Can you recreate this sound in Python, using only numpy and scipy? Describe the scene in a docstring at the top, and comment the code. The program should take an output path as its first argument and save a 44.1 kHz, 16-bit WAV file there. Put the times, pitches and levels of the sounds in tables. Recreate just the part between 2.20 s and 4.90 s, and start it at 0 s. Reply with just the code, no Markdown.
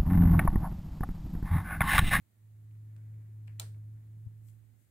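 """A rotary switch on a plastic wall plate is turned by hand: a few soft ticks, then one sharp snap
that rings the plate and echoes in a small, hard room. Fingers rub the knob. A fan hums low,
swelling and fading as the hand-held microphone moves through the room. After the snap the
microphone is bumped and a sleeve rustles. Faint hiss lies under it all."""
import sys
import numpy as np
from scipy import signal
from scipy.fft import rfft, irfft
from scipy.io import wavfile

SR = 44100
rng = np.random.default_rng(int(sys.argv[2]) if len(sys.argv) > 2 else 0)


def dump(signal):
    """Clip the signal to [-1, 1] and save it as 16-bit WAV at the path in sys.argv[1]."""
    limited = np.clip(np.atleast_2d(signal).T, -1, 1)
    pcm = np.round(limited * 32767).astype(np.int16)
    wavfile.write(sys.argv[1], SR, pcm)


N = 119070
TIME, FREQS = np.arange(N) / SR, np.fft.rfftfreq(N, 1 / SR)


def amp(db):
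    """Turns decibels into a gain."""
    return 10 ** (np.asarray(db) / 20)


def pan(db):
    """Left and right gains that make the left side louder by db."""
    return amp(np.array([[.5], [-.5]]) * db)


def unit(x):
    """Scales a signal to an average power of 1."""
    return x / np.sqrt(np.mean(x ** 2) + 1e-20)


def fade(t, fade_s):
    """Dies away by 60 dB in fade_s, the fade time."""
    return np.exp(-np.log(1000) * t / fade_s)


def at_freq(table, hz):
    """Looks up a table along a logarithmic frequency axis."""
    freqs, values = np.transpose(table)
    return np.interp(np.log(hz + 1), np.log(freqs + 1), values)


def over_time(table):
    """Joins a table's points with straight lines, one value a sample."""
    return np.interp(TIME, *np.transpose(table))


def add(mix, start_s, sound):
    """Mixes in a stereo sound at start_s."""
    part = mix[:, round(start_s * SR):][:, :sound.shape[1]]
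    part += sound[:, :part.shape[1]]


def wobble(hz):
    """A random wobble, up to about hz times a second."""
    return unit(irfft(rfft(rng.standard_normal(N)) * np.exp(-(FREQS / hz) ** 2), N))


def noise(colour, likeness=0):
    """Stereo noise; a likeness of 1 makes both sides the same."""
    left, other = rfft(rng.standard_normal((2, N)))
    right = likeness * left + np.sqrt(1 - likeness ** 2) * other
    return unit(irfft(np.array([left, right]) * amp(at_freq(colour, FREQS)), N))


def burst(colour, fade_s, treble_db=0, bass_db=0, treble_hz=3560, bass_hz=960, size=4096):
    """The sound of a tiny impact: a dying puff of noise with energy 1."""
    hz = abs(np.fft.fftfreq(size, 1 / SR))
    treble = treble_db * hz ** 6 / (hz ** 6 + treble_hz ** 6)
    bass = bass_db / (1 + (hz / bass_hz) ** 6)
    gain = amp(at_freq(colour, hz) + treble + bass)
    # a filter that makes no sound ahead of the hit
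    response = np.fft.ifft(np.exp(signal.hilbert(np.log(gain)).conj())).real
    puff = rng.choice([-1., 1.], (2, size)) * fade(np.arange(size) / SR, fade_s)
    out = signal.fftconvolve(puff, response[None, :size // 2], axes=1)
    return out / np.linalg.norm(out, axis=1, keepdims=True)


# how loud the hum is at the moving microphone (time [s], level [dB])
HUM_LOUDNESS = [(0, -74), (.14, -69.5), (.24, -56), (.56, -47.5), (.7, -47.5), (.97, -44.5), (1.07, -48.5),
                (1.16, -45.5), (1.47, -43.5), (1.75, -45.5), (1.82, -50.5), (2.0, -46.5), (2.14, -50),
                (2.3, -51.5), (2.56, -67.5), (2.7, -81.5)]
# which side the hum is on (time [s], left minus right [dB])
HUM_SIDE = [(0, -8), (.25, -2.5), (.8, 0.4), (1.9, -0.8), (2.15, -3), (2.33, -6.5), (2.5, -15.5),
            (2.7, -24.5)]
# the motor's note (time [s], pitch [Hz])
MOTOR_PITCH = [(0.2, 106.9), (0.73, 107.6), (0.86, 108.2), (1.38, 106.9), (1.64, 106.4), (1.73, 108.4),
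               (2.6, 108.9)]
# the fan's weaker tones (pitch [Hz], level against the motor's note [dB])
WEAK_TONES = [(156.4, -23.5), (291.3, -35.5), (79, -25)]


def fan_hum(left_lead_rad=.13, waver=.014):
    """The motor hums one clean note, with weaker tones wavering around it."""
    phase = 2 * np.pi * np.cumsum(over_time(MOTOR_PITCH)) / SR
    hum = np.sin(phase + np.array([[left_lead_rad], [0]]))
    for hz, db in WEAK_TONES:
        pitch = hz * (1 + waver * wobble(hz=12.05))
        hum += amp(db) * np.sin(2 * np.pi * np.cumsum(pitch) / SR)
    return np.sqrt(2) * amp(over_time(HUM_LOUDNESS)) * pan(over_time(HUM_SIDE)) * hum


# tone colour of the rushing air (frequency [Hz], level [dB])
AIR_COLOUR = [(20, -26), (40, -20.5), (52, -6.5), (80, -2), (130, -8.5), (180, -9), (230, -9.5),
              (320, -12.5), (420, -21), (700, -30.5), (1500, -35.5), (4000, -45.5)]
# how alike the air sounds left and right (frequency [Hz], likeness [0 to 1])
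AIR_LIKENESS = [(30, 0.66), (70, 0.97), (150, 0.86), (280, 0.062), (600, 0.34), (4000, 0)]
# how loud the air is (time [s], level [dB])
AIR_LOUDNESS = [(0, -74.5), (.15, -75), (.4, -69), (.9, -66.5), (1.5, -66.5), (2.0, -67), (2.35, -69.5),
                (2.7, -74.5)]


def fan_air():
    """The fan pushes air with a low rush that swells and fades."""
    return amp(over_time(AIR_LOUDNESS)) * noise(AIR_COLOUR, at_freq(AIR_LIKENESS, FREQS))


# tone colour of the hiss (frequency [Hz], level [dB])
HISS_COLOUR = [(400, -3), (700, -3), (1100, -6.5), (1500, -5.5), (1900, -1.5), (2700, -8.5), (4000, -9.5),
               (5700, -14.5), (6600, -8), (8500, -6.5), (10000, -7.5), (15500, -5), (16200, -17.5)]


def hiss(level_db=-78.5):
    """Faint, steady noise in the background."""
    return amp(level_db) * noise(HISS_COLOUR, likeness=.028)


# bumps on the microphone (time [s], level [dB], left minus right [dB])
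GRIP_BUMPS = [(0.024, -57.5, -8), (2.0715, -38, 13.5), (2.218, -67, 6)]
# the low notes of its case (pitch [Hz], level against the bump [dB], width [s])
CASE_NOTES = [(103.7, -2, 0.0088), (224, -20.5, 0.0059)]


def microphone_bumps():
    """The grip shifts, and each soft push makes the microphone's case thud."""
    out = np.zeros((2, N))
    for time_s, db, side_db in GRIP_BUMPS:
        t = TIME - time_s
        for hz, note_db, width in CASE_NOTES:
            thud = -np.exp(-(t / width) ** 2) * np.cos(2 * np.pi * hz * t)
            out += amp(db + note_db) * pan(side_db) * thud
    return out


# soft ticks (time [s], level [dB], treble boost [dB], left minus right [dB], bass boost [dB])
SOFT_TICKS = [(.511, -53.5, -5, 0, -6), (.553, -54.5, -7, 2, -6), (0.764, -45, 2, 3.5, 17.5),
              (1.275, -44, -3.5, -4, 9), (1.2795, -37, -11, 6, 2), (1.3899, -42.5, -18, -5, -10),
              (1.4163, -38.5, -16, 3, 9), (1.5456, -45.5, -12, 1.5, 16.5), (2.285, -45.5, 8, 2, -10)]
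# tone colour of a tick (frequency [Hz], level [dB])
TICK_COLOUR = [(200, -16), (550, -2.5), (850, -3.5), (1300, 4), (1900, 5.5), (2700, 9.5), (3800, -2),
               (4600, 1.5), (5800, -6), (7800, 3), (11000, -8.5), (16000, -10.5)]
# tone colour of the room's answer to a tick (frequency [Hz], level [dB])
TICK_TAIL = [(500, 10), (1600, 6.5), (2800, -2.5), (8000, 0)]


def soft_ticks(fade_s=.019, room_db=-2.5):
    """Knocks as the fingers take hold, take up the slack and let go, and a low echo after the snap."""
    out = np.zeros((2, N))
    for time_s, db, treble_db, side_db, bass_db in SOFT_TICKS:
        add(out, time_s, amp(db) * pan(side_db) * burst(TICK_COLOUR, fade_s, treble_db, bass_db))
    return out + amp(room_db) * room(out, TICK_TAIL)


# how long the room rings (frequency [Hz], fade time [s])
ROOM_FADE = [(200, 1.05), (700, 0.07), (1500, 0.29), (3000, 0.27), (6000, 0.27), (9000, 0.27),
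             (15000, 0.36)]


def room(sound, colour, build_s=.015):
    """Echoes off hard walls blur into a tail, each frequency dying at its own speed."""
    hz, t, bands = signal.stft(rng.standard_normal((2, SR)), SR, nperseg=256)
    fade_s = at_freq(ROOM_FADE, hz)[:, None]
    even_energy = np.sqrt(2 * np.log(1000) / fade_s / SR)  # ringing longer adds no energy
    bands = bands * fade(t, fade_s) * even_energy * amp(at_freq(colour, hz))[:, None]
    tail = signal.istft(bands, SR)[1]
    tail *= np.minimum(np.arange(tail.shape[1]) / SR / build_s, 1)
    return signal.fftconvolve(sound, tail, axes=1)[:, :N]


def friction(strokes, colour, grain_db=1.5):
    """Sliding surfaces make grainy noise that swells and fades with each stroke."""
    level = sum(amp(db) * np.exp(-((TIME - time_s) / width) ** 2 / 2) for time_s, width, db in strokes)
    grain = amp(grain_db * wobble(hz=207))
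    return level * unit(noise(colour) * grain)


# finger strokes (time [s], width [s], level [dB])
FINGER_STROKES = [(.7, 0.026, -82.5), (.95, 0.15, -80.5), (1.8, 0.055, -84)]
# tone colour of the rubbing (frequency [Hz], level [dB])
FINGER_COLOUR = [(200, -4), (650, 2.5), (1000, -6.5), (1700, 1.5), (2250, 1.5), (2900, -17), (5000, -31),
                 (16000, -48)]


def finger_rub():
    """Fingers slide over the knob with a dull rub."""
    return friction(FINGER_STROKES, FINGER_COLOUR)


# the notes of the switch and its plate (pitch [Hz], left level [dB], right level [dB], fade time [s])
PLATE_NOTES = [(648, -65, -60, 0.18), (828, -63, -62.5, 0.17), (1327, -59, -55.5, 0.067),
               (2345, -43, -63, 0.026), (3210, -36.5, -44, 0.014), (3430, -29.5, -35.5, 0.0089),
               (4230, -46, -40, 0.0071), (5060, -39, -45, 0.016), (6660, -47, -35.5, .016),
               (7030, -37, -50, .012), (7266, -46, -30.5, 0.019), (7880, -40, -37, 0.012),
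               (8440, -32, -50, 0.015), (10220, -49.5, -44, 0.014), (13300, -59, -42, 0.012)]


def plate_ring(rise_cycles=2.6, right_delay_s=.000042):
    """The struck plate rings. Low notes build up more slowly, and the right side hears it all later."""
    t = np.arange(SR // 4) / SR
    arrival = t - np.array([[0], [right_delay_s]])
    ring = np.zeros((2, len(t)))
    for hz, left_db, right_db, fade_s in PLATE_NOTES:
        note = np.sin(2 * np.pi * hz * arrival + rng.uniform(0, 2 * np.pi))
        rise = np.minimum(t * hz / rise_cycles, 1)
        ring += amp([[left_db], [right_db]]) * note * rise * fade(t, fade_s)
    return ring


# the switch snaps over and its contact bounces (time [s], level against crack_db [dB])
SNAP_HITS = [(1.3976, -2), (1.3971, -2.5), (1.3989, -2)]
# tone colour of the plastic's crack (frequency [Hz], level [dB])
CRACK_COLOUR = [(200, -40), (700, -21), (1800, -16.5), (3000, -11.5), (4400, -0.5), (5600, -9.5), (7500, 1),
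                (10000, -6), (12000, -14.5), (14000, -7), (16500, -14.5)]
# echoes off the hand, door frame and door (delay [s], left level [dB], right level [dB])
NEAR_ECHOES = [(.0021, -20, -49.5), (.0046, -23, -8), (.0054, -19, -24), (.0207, -14, -22)]
# tone colour of the room's answer to the snap (frequency [Hz], level [dB])
SNAP_TAIL = [(200, -8.5), (450, -14.5), (600, -4), (820, -5), (1100, -13.5), (1400, -11.5), (2300, -20.5),
             (3200, -16.5), (4400, -13.5), (5600, -19), (7800, -17.5), (8550, -9), (9600, -21.5),
             (12000, -22.5), (16000, -28)]


def switch_snap(crack_db=-19.5, chatter_db=-16.5):
    """The switch cracks, chatters and rings its plate; nearby surfaces and the room answer."""
    direct, echoes, kick = np.zeros((3, 2, N))
    start_s = SNAP_HITS[0][0]
    add(direct, start_s, plate_ring())
    add(direct, start_s, amp(chatter_db) * burst(CRACK_COLOUR, fade_s=.018))
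    for time_s, db in SNAP_HITS:
        add(direct, time_s, amp(crack_db + db) * burst(CRACK_COLOUR, fade_s=.005))
    for delay_s, left_db, right_db in NEAR_ECHOES:
        add(echoes, delay_s, amp([[left_db], [right_db]]) * direct)
    add(kick, start_s, np.ones((2, 1)))  # a one-sample click sets the room ringing
    return direct + echoes + room(kick, SNAP_TAIL)


# sleeve strokes (time [s], width [s], level [dB])
SLEEVE_STROKES = [(2.258, 0.023, -79.5), (2.291, 0.013, -79), (2.32, 0.036, -82.5), (2.62, .04, -83)]
# tone colour of the cloth (frequency [Hz], level [dB])
SLEEVE_COLOUR = [(300, -30), (1300, -10.5), (2000, -7), (4000, -10.5), (6000, -6), (7500, 3), (10000, 2),
                 (13000, 2.5), (16000, -7)]


def sleeve_rustle(side_db=13):
    """Cloth brushes by on the left with a bright rustle."""
    return pan(side_db) * friction(SLEEVE_STROKES, SLEEVE_COLOUR)


def scene():
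    """Hand, switch, fan and hiss together."""
    hand = soft_ticks() + finger_rub() + sleeve_rustle() + microphone_bumps()
    return hand + switch_snap() + fan_hum() + fan_air() + hiss()


def record(dry):
    """Cuts away the very highest treble."""
    top_hz = 15950
    low_pass = signal.firwin(511, top_hz, window=("kaiser", 9), fs=SR)
    return signal.oaconvolve(dry, low_pass[None], "same")


dry = scene()
out = record(dry)
dump(out)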